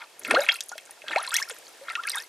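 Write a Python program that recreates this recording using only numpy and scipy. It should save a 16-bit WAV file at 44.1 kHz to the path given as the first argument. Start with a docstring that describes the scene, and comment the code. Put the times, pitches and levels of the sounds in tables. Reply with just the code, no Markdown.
"""Large air bubbles glug up through coolant in a wide plastic funnel, in a quiet garage, heard from close above.
Each glug is a gliding tone, most often climbing; they gather in three surges of trapped air.
Films burst as short rings with a crack, and many tiny random rings make the fizz and the ticking froth.
Two soft heaves of filtered noise slosh below. Resonant filters ring the funnel's hollow; fading noise gives
the echoes of its walls and of the garage; a faint hiss of slowly drifting level lies underneath."""
import sys
import numpy as np
from scipy import signal
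from scipy.fft import rfft, irfft
from scipy.io import wavfile

SR = 44100
rng = np.random.default_rng(int(sys.argv[2]) if len(sys.argv) > 2 else 0)


def to_wav(s):
    """Save 16-bit WAV."""
    ch = np.atleast_2d(s).T  # columns
    pcm = np.round(np.clip(ch, -1, 1) * 32767)  # PCM
    wavfile.write(sys.argv[1], SR, pcm.astype(np.int16))


N = 100856
TIME = np.arange(N) / SR
CUTOFF_HZ = 14300
LN_60_DB = np.log(1000)  # a sound that has faded by 60 dB is 1000 times weaker


def from_db(db):
    """Turn decibels into a plain multiplier."""
    return 10 ** (np.asarray(db) / 20)


def in_time(rows):
    """Join (seconds, value) points by straight lines, giving a value for every sample."""
    return np.interp(TIME, *np.transpose(rows))


def at_hz(points, hz):
    """Read a (Hz, dB) curve at any pitch, with equal steps per octave."""
    point_hz, db = np.transpose(points)
    return np.interp(np.log(hz + 1e-9), np.log(point_hz), db)


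def add(out, s, sound):
    """Mix a sound in, starting at s seconds."""
    start = int(np.clip(s * SR, 0, N - 1))
    out[start:start + len(sound)] += sound[:N - start]


def stereo_noise(colour, side, count):
    """Noise shaped by a (Hz, dB) curve; side sets how much left and right differ."""
    white = rng.standard_normal((2, count))
    gain = from_db(at_hz(colour, np.fft.rfftfreq(count, 1 / SR)))
    mid, apart = irfft(rfft(white) * gain, count)
    return mid + side * apart * np.array([[1], [-1]])


def wobble(t):
    """A random wavering: a new random value every 5 ms, joined by straight lines."""
    knots = rng.standard_normal(64)
    return np.interp(t, np.arange(64) * .005, knots)


# Gliding tones of bubbles, and a few short rings of the funnel's hollow. Each row: start in seconds,
# length in seconds, first pitch in Hz, last pitch in Hz, first level in dB, last level in dB
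# (pitch and level waver around these).
GLIDING_TONES = [(0.281, 0.068, 219, 533, -41, -26.5), (0.325, 0.053, 226, 416, -29, -34.5),
                 (.34, 0.012, 540, 900, -8.5, -26.5), (0.35, .020, 910, 1566, -23, -17.5),
                 (0.367, 0.052, 671, 997, -20.5, -47), (.372, 0.023, 476, 585, -22.5, -15),
                 (0.407, 0.032, 543, 815, -26, -38), (0.492, 0.051, 531, 1250, -37, -50),
                 (0.4924, 0.013, 3120, 3430, -7.5, -46.5), (.586, 0.0073, 2360, 2960, -38, -45),
                 (0.719, 0.014, 1440, 1460, -44.5, -34.5), (0.755, 0.016, 630, 650, -34, -50.5),
                 (1.04, 0.0043, 620, 616, -31.5, -43), (1.107, 0.018, 280, 344, -49, -45),
                 (1.160, 0.05, 547.4, 1464, -14.5, -36.5), (1.211, 0.011, 600, 780, -31, -44),
                 (1.277, 0.021, 994, 1100, -33, -34.5), (1.315, 0.042, 1096, 1992, -40.5, -30),
                 (1.33, 0.014, 1905, 3525, -39, -27.5), (1.352, 0.0074, 2900, 4260, -25.5, -23.5),
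                 (1.359, 0.018, 1850, 2960, -24, -33.5), (1.38, 0.012, 1970, 2320, -29, -38),
                 (1.382, 0.0045, 2800, 3700, -20, -38), (1.4, 0.013, 1110, 1100, -28.5, -40.5),
                 (1.416, 0.032, 1600, 2670, -28.5, -52), (1.51, 0.0092, 610, 450, -40, -40),
                 (1.812, 0.027, 537, 558, -41.5, -43.5), (1.902, 0.015, 1306, 1370, -36, -38.5),
                 (1.951, 0.013, 1380, 1404, -42, -30), (1.974, 0.025, 1077, 1403, -35.5, -33.5),
                 (1.998, 0.087, 940, 1468, -45.5, -42.5), (2.05, 0.017, 1560, 1820, -30, -47),
                 (2.072, .014, 1966, 3100, -28.5, -35), (2.081, 0.011, 1300, 2080, -25.5, -63),
                 (2.139, .008, 2860, 3840, -36, -42), (2.133, 0.023, 2140, 1567, -35, -40),
                 (2.15, 0.03, 974, 1510, -33.5, -36), (2.164, 0.091, 1530, 2146, -40, -67),
                 (2.168, 0.022, 3547, 3780, -36, -41.5), (2.206, .012, 2380, 4600, -44, -54)]
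GLUG_ATTACK_S, GLUG_RELEASE_CYCLES = 0.0019, 19  # cycles of the last pitch to fade by 60 dB
GLUG_WOBBLE_SHARE, GLUG_WOBBLE_DB = 0.012, 2.2


def glugs():
    """A large bubble rings as one tone, its pitch gliding mostly up; a few rows are rings of the hollow."""
    out, t = np.zeros(N), np.arange(SR // 8) / SR
    for s, length, first_hz, last_hz, first_db, last_db in GLIDING_TONES:
        way = np.minimum(t / length, 1)  # 0 at the start, 1 once the glide is done
        hz = first_hz + (last_hz - first_hz) * way
        hz = hz * (1 + GLUG_WOBBLE_SHARE * wobble(t))
        db = first_db + (last_db - first_db) * way + GLUG_WOBBLE_DB * wobble(t)
        attack = np.minimum(t / GLUG_ATTACK_S, 1)
        release = np.exp(-LN_60_DB * np.maximum(t - length, 0) * last_hz / GLUG_RELEASE_CYCLES)
        tone = np.sin(2 * np.pi * np.cumsum(hz) / SR)
        add(out, s, from_db(db) * release * attack * tone)
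    return out


POP_ATTACK_S, POP_RISE_SHARE = 0.00022, 0.11  # share of its pitch that a pop gains while it fades by 60 dB


def pop(hz, t60):
    """A bursting bubble: a short ring of the air inside, rising as the hole widens."""
    t = np.arange(int(t60 * SR) + 8) / SR
    shape = (1 - np.exp(-t / POP_ATTACK_S)) * np.exp(-LN_60_DB * t / t60)
    ring = np.sin(2 * np.pi * hz * t * (1 + .5 * POP_RISE_SHARE * t / t60))
    flow = shape / shape.max() * ring
    # we hear the change of the air flow; the division keeps the level alike at every pitch
    return np.diff(flow, prepend=0) / (2 * np.sin(np.pi * hz / SR))


SNAP_T60_S = .005  # time to fade by 60 dB


def snap(hz):
    """A film tearing: a short, grainy crack around the bubble's pitch, of peak 1."""
    t = np.arange(256) / SR
    crack = rng.standard_normal(len(t)) * np.exp(-LN_60_DB * t / SNAP_T60_S)
    band_hz = [.5 * hz, min(2 * hz, CUTOFF_HZ)]
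    crack = signal.sosfilt(signal.butter(2, band_hz, "band", fs=SR, output="sos"), crack)
    return crack / abs(crack).max()


# Films bursting at the surface. Each row: start in seconds, pitch in Hz, level in dB,
# time in seconds for the ring to fade by 60 dB.
BURSTING_FILMS = [(0.018, 2330, -35, 0.0084), (0.1948, 10100, -25.5, 0.0019), (0.249, 2560, -20, 0.0047),
                  (0.2624, 2310, -34, 0.007), (.272, 2280, -52, 0.0053), (0.3014, 1350, -27, 0.027),
                  (0.3084, 2480, -16.5, 0.011), (0.31, 1180, -6, 0.00063), (0.311, 8770, -19.5, 0.012),
                  (0.3188, 2600, -22.5, 0.0081), (0.347, 2830, -16, 0.0094), (0.3496, 4160, -18.5, 0.022),
                  (0.4042, 4900, -28, 0.017), (0.4068, 6970, -23, 0.0068), (0.4181, 3820, -27, 0.067),
                  (0.4647, 2370, -23.5, 0.0096), (0.489, 2200, -8, 0.0057), (0.4872, 2700, -16, 0.036),
                  (0.5116, 2600, -22, 0.0076), (0.5189, 4070, -17.5, 0.0053), (0.5417, 6300, -18, 0.00022),
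                  (0.557, 2660, -28, 0.011), (0.607, 4550, -11.5, 0.00037), (0.693, 6270, -25, 0.0023),
                  (0.7168, 760, -31, 0.011), (0.7801, 3260, -19.5, 0.00022), (.894, 820, -41.5, 0.02),
                  (.909, 9650, -28, 0.0028), (1.019, 2440, -34.5, 0.0046), (1.0822, 2970, -22, 0.005),
                  (1.1119, 1690, -35, 0.008), (1.1314, 2130, -37, 0.013), (1.1604, 2330, -14.5, 0.01),
                  (1.1832, 4080, -23, 0.011), (1.228, 10550, -26.5, 0.013), (1.2472, 2700, -23.5, 0.0021),
                  (1.276, 4100, -25, 0.017), (1.307, 3410, -23, 0.0037), (1.3175, 7700, -26, 0.0074),
                  (1.319, 1480, -27.5, 0.014), (1.342, 6860, -2.5, 0.0006), (1.3662, 5920, -8.5, 0.0035),
                  (1.389, 6200, -26, 0.0016), (1.3996, 4540, -19, 0.00039), (1.4258, 5340, -17.5, 0.0096),
                  (1.497, 8660, -21, 0.0016), (1.4993, 1340, -25.5, 0.0022), (1.5077, 3170, -26.5, 0.0029),
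                  (1.884, 1360, -26.5, 0.013), (1.8924, 3760, -28.5, 0.0056), (1.900, 2340, -27, 0.0077),
                  (1.9535, 2650, -16, 0.0037), (2.0361, 2900, -23, 0.0019), (2.0704, 9600, -22, 0.0041),
                  (2.087, 4620, -20.5, 0.0029), (2.0962, 8450, -17, 0.0063), (2.1022, 3970, -20.5, 0.0082),
                  (2.117, 4870, -24.5, 0.016), (2.1568, 9900, -18.5, 0.0026), (2.1825, 3500, -26, 0.0059)]
SNAP_DB, DAUGHTER_DB = -9, -12  # levels against the ring
DAUGHTER_COUNT, DAUGHTER_SPAN_S = 4, .008
SMALL_BUBBLE_CYCLES = 22  # cycles to fade by 60 dB, for daughters; the fizz varies around it


def pops():
    """The distinct bursts: the film snaps, the air inside rings, and a few daughter bubbles follow."""
    out = np.zeros(N)
    for s, hz, db, t60 in BURSTING_FILMS:
        add(out, s, from_db(db) * pop(hz, t60))
        add(out, s, from_db(db + SNAP_DB) * snap(hz))
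        daughters = rng.uniform((0, .6), (DAUGHTER_SPAN_S, 1.6), (DAUGHTER_COUNT, 2))
        for delay, ratio in daughters:
            own_hz = min(hz * ratio, CUTOFF_HZ)
            gain = from_db(db + DAUGHTER_DB) * np.exp(-delay / DAUGHTER_SPAN_S)  # later ones are weaker
            add(out, s + delay, gain * pop(own_hz, SMALL_BUBBLE_CYCLES / own_hz))
    return out


# How hard the surface churns. Each row: time in seconds, strength in dB.
SURFACE_CHURN = [(0, -13), (.04, -15), (.08, -35.5), (.22, -27), (.26, -11), (.33, -1), (.43, -2),
                 (.52, -11), (.66, -43.5), (.74, -26), (1.02, -33.5), (1.11, 0.5), (1.22, -6.5),
                 (1.3, -14.5), (1.36, -11), (1.46, -23.5), (1.51, -16), (1.6, -35), (1.86, -27.5),
                 (1.9, -9.5), (2.0, -29), (2.17, -8), (2.28, -39)]
# How loud the small bubbles are by pitch. Each row: pitch in Hz, level in dB.
FIZZ_BY_PITCH = [(400, -20.5), (800, -5.5), (1400, 2), (2500, 3.5), (4500, -4), (9000, -5.5), (12000, -22)]
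FIZZ_PER_S, FIZZ_DB, FIZZ_SPREAD_DB = 2400, -43.5, 5  # rate and base level when the churn is at 0 dB
FIZZ_FOLLOWS = .8  # share of the churn's dB that goes into loudness; the rest goes into the rate


def fizz():
    """Small bubbles burst at random, more often and louder while the surface churns."""
    out, churn_db = np.zeros(N), in_time(SURFACE_CHURN)
    chance, pitch, size = rng.random(N), rng.random(N), rng.exponential(1, N)
    life = rng.uniform(0.81, 1.82, N)
    low_hz, high_hz = FIZZ_BY_PITCH[0][0], FIZZ_BY_PITCH[-1][0]
    rate = FIZZ_PER_S * from_db((1 - FIZZ_FOLLOWS) * churn_db)
    for i in np.flatnonzero(chance < rate / SR):
        hz = low_hz * (high_hz / low_hz) ** pitch[i]
        db = FIZZ_DB + FIZZ_FOLLOWS * churn_db[i] + at_hz(FIZZ_BY_PITCH, hz)
        db += FIZZ_SPREAD_DB * min(size[i], 3)
        add(out, i / SR, from_db(db) * pop(hz, SMALL_BUBBLE_CYCLES * life[i] / hz))
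    return out


# How lively the ticking froth is. Each row: time in seconds, strength in dB.
FROTH_LIVELINESS = [(0, -65), (.22, -20), (.31, -13), (.46, -8.5), (.8, -19.5), (1.02, -43), (1.26, -10),
                    (1.38, 0), (1.45, -20), (1.55, -10.5), (1.62, -29), (1.99, -25), (2.16, -4),
                    (2.28, -15)]
SPRAY_PER_S, SPRAY_DB, SPRAY_SPREAD_DB = 310, -38.5, 9  # rate and base level at 0 dB liveliness
SPRAY_LOW_HZ, SPRAY_HIGH_HZ, SPRAY_CYCLES = 4100, 11930, 9.2


def spray():
    """The tiniest bubbles tick briefly, each at its own pitch, in the froth that a surge leaves."""
    out, lively_db = np.zeros(N), in_time(FROTH_LIVELINESS)
    chance, size, pitch = rng.random(N), rng.exponential(1, N), rng.random(N)
    life = rng.uniform(.5, 2.5, N)
    rate = SPRAY_PER_S * from_db(.5 * lively_db)  # half the dB goes into rate, half into loudness
    for i in np.flatnonzero(chance < rate / SR):
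        hz = SPRAY_LOW_HZ + (SPRAY_HIGH_HZ - SPRAY_LOW_HZ) * pitch[i]
        db = SPRAY_DB + .5 * lively_db[i] + SPRAY_SPREAD_DB * min(size[i], 2)
        add(out, i / SR, from_db(db) * pop(hz, SPRAY_CYCLES * life[i] / hz))
    return out


# The liquid heaving. Each row: time of the strongest moment in seconds, level in dB.
LIQUID_HEAVES = [(0.332, -36), (1.12, -52)]
# Tone of the slosh. Each row: pitch in Hz, level in dB.
SLOSH_COLOUR = [(50, -24), (150, -26), (600, -17.5), (2000, -75)]
HEAVE_WIDTH_S = 0.046


def heaves():
    """A soft low slosh as a pocket of air lifts the liquid: noise that swells and fades."""
    slosh = stereo_noise(SLOSH_COLOUR, 0, count=N)[0]
    swell = sum(from_db(db) * np.exp(-abs(TIME - s) / HEAVE_WIDTH_S) for s, db in LIQUID_HEAVES)
    return slosh / slosh.std() * swell


# Air ringing in the funnel's hollow. Each row: pitch in Hz, gain in dB,
# time in seconds for the ring to fade by 60 dB.
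HOLLOW_RINGS = [(575, -11, .09), (790, -10, .06), (1385, 3, .06), (1440, 0, .06), (2340, -1, .035),
                (2770, -4, .06), (3230, -6, .05), (3750, -6, .04), (4680, -5, .05)]


def funnel(x):
    """The hollow's air resonates at a few pitches, each added to the direct sound."""
    out = x
    for hz, db, t60 in HOLLOW_RINGS:
        r = np.exp(-LN_60_DB / (t60 * SR))  # how much of the ring survives each sample
        feed = (1 - r * r) / 2 * np.array([1, 0, -1])
        feedback = [1, -2 * r * np.cos(2 * np.pi * hz / SR), r * r]
        out = out + from_db(db) * signal.lfilter(feed, feedback, x + 1e-18)
    return out


def reverberate(x, colour, t60, side):
    """Dense reflections build up within 2.2 ms and die away, like fading noise."""
    t = TIME[:SR // 2]
    fade = np.exp(-LN_60_DB * t / t60) * np.minimum(t / 0.0022, 1)
    tail = stereo_noise(colour, side, count=SR // 2) * fade / np.sqrt(np.sum(fade ** 2))
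    return signal.fftconvolve(x[None], tail, axes=1)[:, :N]


# Tone of the echoes from the funnel's walls. Each row: pitch in Hz, level in dB.
WALL_COLOUR = [(200, -62), (900, -7.5), (2000, 1.5), (5000, -5.5), (14000, -7.5)]


def wall_echoes(x):
    """The funnel's close walls scatter the sound into a very short tail."""
    return reverberate(x, WALL_COLOUR, t60=0.02, side=0.21)


# Tone of the garage's echo. Each row: pitch in Hz, level in dB.
ROOM_COLOUR = [(100, -68), (500, -18), (6000, -17), (14000, -14.5)]


def garage_echo(x):
    """The garage reflects the sound from farther surfaces, so its tail lasts longer."""
    return reverberate(x, ROOM_COLOUR, t60=0.3, side=0.5)


# Tone of the hiss. Each row: pitch in Hz, relative level in dB per Hz.
HISS_COLOUR = [(100, -6), (200, -12.5), (400, 1.5), (680, 3), (1340, -6.5), (2400, -3.5), (5000, -6),
               (9000, -8), (12000, -14.5), (15000, -16.5)]
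# Loudness of the hiss. Each row: time in seconds, level in dB.
HISS_LOUDNESS = [(0, -54.5), (.65, -54.5), (1.62, -50.5), (2.29, -53)]


def background_hiss():
    """Faint noise with a fixed tone and a slowly drifting level."""
    hiss = stereo_noise(HISS_COLOUR, side=0.48, count=N)
    return hiss / hiss.std() * from_db(in_time(HISS_LOUDNESS))


PAN_DB = 0.57  # raises the left and lowers the right


def scene():
    """Bubbles in the funnel, the gliding tones a little to the left; the garage around it and the hiss."""
    large = glugs()
    small = pops() + fizz() + spray() + heaves()
    near = funnel(large) * from_db([[PAN_DB], [-PAN_DB]]) + funnel(small)
    walls = wall_echoes(large + small)
    garage = garage_echo(near.mean(axis=0))
    return near + walls + garage + background_hiss()


MIC_LOW_HZ = 171


def record(dry):
    """The microphone sheds the bass; the top is cut steeply."""
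    thin = signal.sosfilt(signal.butter(2, MIC_LOW_HZ, "high", fs=SR, output="sos"), dry)
    return signal.sosfilt(signal.ellip(10, .2, 70, CUTOFF_HZ, fs=SR, output="sos"), thin)


dry = scene()
out = record(dry)
to_wav(out)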